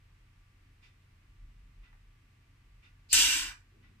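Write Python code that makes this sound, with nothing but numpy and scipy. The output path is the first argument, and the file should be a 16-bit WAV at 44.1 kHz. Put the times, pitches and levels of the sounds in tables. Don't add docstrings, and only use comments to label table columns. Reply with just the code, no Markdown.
import sys
import numpy as np
from scipy import signal
from scipy.fft import rfft, irfft
from scipy.io import wavfile

SR = 44100
rng = np.random.default_rng(int(sys.argv[2]) if len(sys.argv) > 2 else 0)


def master_out(mix):
    frames = np.transpose(np.atleast_2d(mix))
    ceiling = np.clip(frames, -1, 1)
    pcm = np.round(ceiling * 32767).astype(np.int16)
    wavfile.write(sys.argv[1], SR, pcm)


N = 176400
T = np.arange(N) / SR
HZ = np.fft.rfftfreq(N, 1 / SR)

OPEN_S, SPENT_S, OPEN_RAMP_S = 3.1295, 3.5373, .0012
VACUUM = np.clip((SPENT_S - T) / (SPENT_S - OPEN_S), 0, 1)

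# (frequency [Hz], relative density [dB])
JET_SPECTRUM = [(20, -16.5), (40, 2), (75, -11), (170, -27.5), (260, -22.5), (400, -38), (700, -29),
                (950, -17.5), (1150, -21), (1550, -4), (2150, -7.5), (2800, 0.5), (3450, -6), (4400, -2.5),
                (6000, 1), (6900, -5), (7800, -3), (8700, -3.5), (9900, -7), (11200, -19), (12200, -10),
                (13700, -16.5), (14800, -18), (15200, -42)]
# (frequency [Hz], exponent [-])
JET_DECAY = [(60, 1.6), (300, 0.48), (1200, 0.43), (2700, 1.34), (5000, 1.345), (8000, 1.63), (14000, 1.45)]
# (frequency [Hz], width [Hz], left lift [dB], right lift [dB])
CANISTER_MODES = [(1535, 130, 1.5, 2.5), (1980, 60, 4.5, 4.5), (2320, 90, 7, 3), (2393, 110, 1, 11),
                  (2727, 100, 2.5, 8.5), (2926, 50, 8, 11), (3033, 50, 11, 8.5), (3295, 50, 3, 10.5),
                  (3655, 210, 1.5, 8.5), (4150, 66, 1.5, 7.5), (4884, 110, 4.5, 8.5), (5900, 100, 6.5, 3),
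                  (6317, 45, 8, 5.5), (7343, 55, 5.5, 4.5), (7410, 74, 8.5, 5), (7700, 40, 4.5, 9),
                  (7900, 60, 11.5, 6), (8390, 60, 8.5, 1), (10707, 45, 7, 9), (11660, 110, 7.5, 1)]
# (frequency [Hz], left minus right [dB])
JET_BALANCE = [(0, 2), (400, -1.5), (750, 4), (1150, -3.5), (1900, -1), (2600, -4), (4200, -3.5),
               (5100, 3.5), (6300, 0), (7400, 13), (8300, 8), (9400, 9), (10400, -7), (11400, -3.5),
               (14500, -6)]
# (frequency [Hz], left lead [rad])
JET_LEAD = [(0, 0), (400, 0), (1500, 1), (4000, 1.5), (5800, 3.6), (8100, 7.5), (12000, 12), (15000, 12.9)]


def inrush():
    surge_db = 3.2 * np.exp(-((T - 3.203) / .008) ** 2)
    burst_db = 10 * np.exp(-np.maximum(T - OPEN_S, 0) / .009)
    opening = np.clip((T - OPEN_S) / OPEN_RAMP_S + .5, 0, 1) * amp(surge_db)
    spectrum_db = curve(JET_SPECTRUM)
    turbulence = rfft(unit_rms(noise(spectrum_db) + .55 * diffuse(spectrum_db)))
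    centres_hz = [hz for hz, _ in JET_DECAY]
    jet = np.zeros((2, N))
    for (hz, exponent), weights in zip(JET_DECAY, np.eye(len(JET_DECAY))):
        band = irfft(turbulence * curve(list(zip(centres_hz, weights))), N)
        flutter_db = 1.5 * wander(rate_hz=61.3)
        jet += band * VACUUM ** exponent * amp(flutter_db + (burst_db if hz > 6000 else 0))
    ringing = rfft(jet * opening) * resonances(CANISTER_MODES)
    lead = np.exp(1j * np.array([[.5], [-.5]]) * curve(JET_LEAD))
    return amp(-21.5) * irfft(ringing * pan(curve(JET_BALANCE)) * lead, N)


# (frequency at opening [Hz], half-width per filter stage [Hz], level [dB])
CAVITY_MODES = [(288, 28, -53), (925, 65, -48.5)]


def cavity(rise=.11, attack_s=.009):
    out = np.zeros(N)
    for hz, half_width_hz, db in CAVITY_MODES:
        glide_hz = hz * (1 + rise * (1 - VACUUM))
        tone = rng.standard_normal(N)
        for _ in range(2):
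            tone = resonate(tone, glide_hz, 2 * half_width_hz)
        out += amp(db) * unit_rms(tone)
    return out * VACUUM ** .7 * np.clip((T - OPEN_S) / attack_s, 0, 1)


# (frequency [Hz], relative density [dB])
SPIT_SPECTRUM = [(2000, -40), (5500, -18), (7000, -2), (8000, 0.5), (10000, -3), (11500, -13),
                 (13500, -6.5), (15000, -14)]


def spit():
    return amp(-17) * decay(OPEN_S, fall_s=.003) * noise(curve(SPIT_SPECTRUM))


# (frequency [Hz], relative density [dB])
LEAK_SPECTRUM = [(800, -39), (1700, -28), (2600, -6), (3600, -11.5), (4500, 5.5), (5900, -12), (7600, -9),
                 (9500, -24), (15000, -27.5)]


def leak(start_s=3.086, attack_s=.009, swell_db_per_s=810):
    swell = amp(-25.5 - swell_db_per_s * np.maximum(OPEN_S - T, 0))
    parting = np.clip((T - start_s) / attack_s, 0, 1)
    cutoff = np.clip((OPEN_S - T) / OPEN_RAMP_S, 0, 1)
    return diffuse(curve(LEAK_SPECTRUM)) * swell * parting * cutoff


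# (peak time [s], drive level [dB], tilt above 1 kHz [dB/octave])
PUFFS = [(0.841, -62.5, -1), (1.845, -66, -5.5), (2.843, -63.5, -2.5), (3.84, -68, -6)]
# (frequency [Hz], relative density [dB])
PUFF_SPECTRUM = [(500, -24.5), (1000, -14), (1400, -9), (1650, -12), (2100, -5), (2750, 1), (3300, -8),
                 (4600, -9), (8000, -19.5), (15000, -37)]
# (frequency [Hz], width [Hz], left lift [dB], right lift [dB])
HOUSING_MODES = [(1440, 90, 4, 14), (1980, 70, 13, 12.5), (2450, 330, 2, 7.5), (3580, 130, 10.5, 12.5),
                 (4190, 110, -2, -0.5), (5260, 120, 10, 2.5)]


def puffs(rise_s=.012, fall_s=.03):
    out = np.zeros((2, N))
    octaves = np.log2(np.maximum(HZ / 1000, 1))
    for peak_s, db, tilt in PUFFS:
        sigma_s = np.where(T < peak_s, rise_s, fall_s)
        envelope = np.exp(-((T - peak_s) / sigma_s) ** 2 / 2)
        out += amp(db) * envelope * diffuse(curve(PUFF_SPECTRUM) + tilt * octaves)
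    return irfft(rfft(out) * resonances(HOUSING_MODES), N)


# (frequency [Hz], relative density [dB])
TAP_SPECTRUM = [(300, -14), (700, -11), (1200, 0), (2300, -5), (4000, -22), (7000, -33)]


def tap():
    return amp(-58) * decay(start_s=1.929, fall_s=.0077) * diffuse(curve(TAP_SPECTRUM))


# (frequency [Hz], level [dB], left minus right [dB], left lead [rad])
MOTOR_TONES = [(31.2, -72, 0, 0), (37.6, -73, 0, 0), (43, -69, 0, 0), (67, -80, 0, 0), (90.7, -67.5, 0, 0),
               (100, -81, 0, 0), (115.3, -80, 0, 0), (120.2, -72.5, 0, 0), (150, -81, 0, 0),
               (262.5, -86, 0, 0), (937, -89, 0, 2.9), (1050, -95, -7, 1.6), (1166, -89, -10, 0),
               (2030, -95, -5, 0), (10729, -107, -10, 0)]
# (frequency [Hz], relative density [dB])
PUMP_SPECTRUM = [(15, -9.5), (27, -7.5), (31, 10), (44, 8.5), (50, 0.5), (80, -0.5), (110, -5), (180, -10),
                 (300, -13.5), (550, -24), (1300, -19), (2000, -16), (2700, -17.5), (3300, -23.5),
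                 (5500, -28.5), (8600, -34), (15500, -39)]


def pump(drift=.0012, waver_db=.98):
    out = amp(-65.5) * diffuse(curve(PUMP_SPECTRUM))
    for hz, db, balance_db, lead_rad in MOTOR_TONES:
        cycles = np.cumsum(hz * (1 + drift * wander(rate_hz=2.5))) / SR + rng.random()
        tone = np.sqrt(2) * np.sin(2 * np.pi * cycles + np.array([[lead_rad], [0]]))
        out += pan(balance_db) * amp(db + waver_db * wander(rate_hz=4)) * tone
    return out


# (peak time [s], 1/e half-length [s], level [dB], centre [Hz])
RUMBLES = [(1.474, 0.087, -52, 38.6), (1.72, 0.36, -57.5, 38.8), (1.606, 0.34, -74.5, 168),
           (2.683, 0.19, -63, 41.4), (3.22, .08, -52, 40), (3.47, .07, -53.5, 39.5),
           (3.776, 0.044, -71, 350), (3.899, 0.14, -68.5, 205)]


def handling(q=2.3):
    out = np.zeros((2, N))
    for peak_s, half_s, db, hz in RUMBLES:
        detuning = (HZ + 1) / hz - hz / (HZ + 1)
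        spectrum_db = -20 * np.log10(1 + (q * detuning) ** 2)
        out += amp(db) * np.exp(-((T - peak_s) / half_s) ** 2) * diffuse(spectrum_db)
    return out


# (start [s], end [s])
WHINE_DIPS = [(.06, .26), (1.35, 1.52), (2.62, 2.85)]


def whine(high_hz=8027, low_hz=7752):
    dipped = sum((T > start_s) & (T < end_s) for start_s, end_s in WHINE_DIPS)
    cycles = np.cumsum(np.where(dipped, low_hz, high_hz)) / SR
    return pan(14.5) * amp(-101) * np.sqrt(2) * np.sin(2 * np.pi * cycles)


# (frequency [Hz], T60 [s])
ROOM_T60 = [(100, 0.2), (1500, 0.25), (4000, 0.23), (8000, 0.23), (15000, .2)]


def room(x, direct_db=-3.5, wet_db=-6, delay_s=.003):
    slot = 20
    count = SR // 2 // slot
    arrivals = np.arange(count) * slot + rng.integers(0, slot, (2, count)) + int(delay_s * SR)
    reflections = np.zeros((2, SR))
    np.put_along_axis(reflections, arrivals, rng.choice([-1., 1.], arrivals.shape), 1)
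    hz, t, frames = signal.stft(reflections, SR, nperseg=256)
    t60_s = curve(ROOM_T60, hz)[:, None]
    tail = signal.istft(frames * amp(-60 * t / t60_s) / np.sqrt(t60_s), SR, nperseg=256)[1]
    tail = irfft(cohere(rfft(tail, N)), N)[:, :SR]
    wet = signal.fftconvolve(x, tail / np.linalg.norm(tail[0]), axes=1)[:, :N]
    return amp(direct_db) * x + amp(wet_db) * wet


# (frequency [Hz], coherence [0-1])
COHERENCE = [(40, .9998), (90, .988), (170, .9), (330, .72), (650, .2), (1200, .1), (15000, .05)]


def cohere(pair):
    coherence = curve(COHERENCE)
    mid = np.sqrt((1 + coherence) / 2) * pair[0]
    side = np.sqrt((1 - coherence) / 2) * pair[1]
    return np.array([mid + side, mid - side])


def diffuse(spectrum_db):
    return unit_rms(irfft(cohere(rfft(rng.standard_normal((2, N)))) * amp(spectrum_db), N))


def noise(spectrum_db):
    return unit_rms(irfft(rfft(rng.standard_normal(N)) * amp(spectrum_db), N))


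def wander(rate_hz):
    t = T[::20]
    hz = np.fft.rfftfreq(len(t), t[1])
    spectrum = rfft(rng.standard_normal(len(t))) / (1 + (hz / rate_hz) ** 2)
    return np.interp(T, t, unit_rms(irfft(spectrum, len(t))))


def resonances(modes):
    gain = amp(sum(np.array([[left_db], [right_db]]) / (1 + (2 * (HZ - hz) / width_hz) ** 2)
                   for hz, width_hz, left_db, right_db in modes))
    log_gain = np.log(np.hstack([gain, gain[:, -2:0:-1]]))
    phase_rad = -signal.hilbert(log_gain).imag[:, :len(HZ)]
    return gain * np.exp(1j * phase_rad)


def resonate(x, hz, width_hz):
    carrier = np.exp(2j * np.pi * np.cumsum(hz) / SR)
    pole = np.exp(-np.pi * width_hz / SR)
    return 2 * (carrier * signal.lfilter([1 - pole], [1, -pole], x / carrier)).real


def decay(start_s, fall_s):
    return (T > start_s) * np.exp(-np.maximum(T - start_s, 0) / fall_s)


def curve(points, hz=HZ):
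    knots_hz, values = np.transpose(points)
    return np.interp(np.log(hz + 1), np.log(knots_hz + 1), values)


def pan(balance_db):
    return amp(np.array([[.5], [-.5]]) * balance_db)


def amp(db):
    return 10 ** (np.asarray(db) / 20)


def unit_rms(x):
    return x / np.sqrt(np.mean(x ** 2) + 1e-30)


def scene():
    release = inrush() + cavity() + leak() + spit()
    return room(release + puffs() + tap()) + pump() + handling() + whine()


def record(dry, cutoff_hz=15520):
    lowpass = signal.firwin(511, cutoff_hz, window=("kaiser", 9), fs=SR)
    return signal.oaconvolve(dry, lowpass[None], "same")


dry = scene()
out = record(dry)
master_out(out)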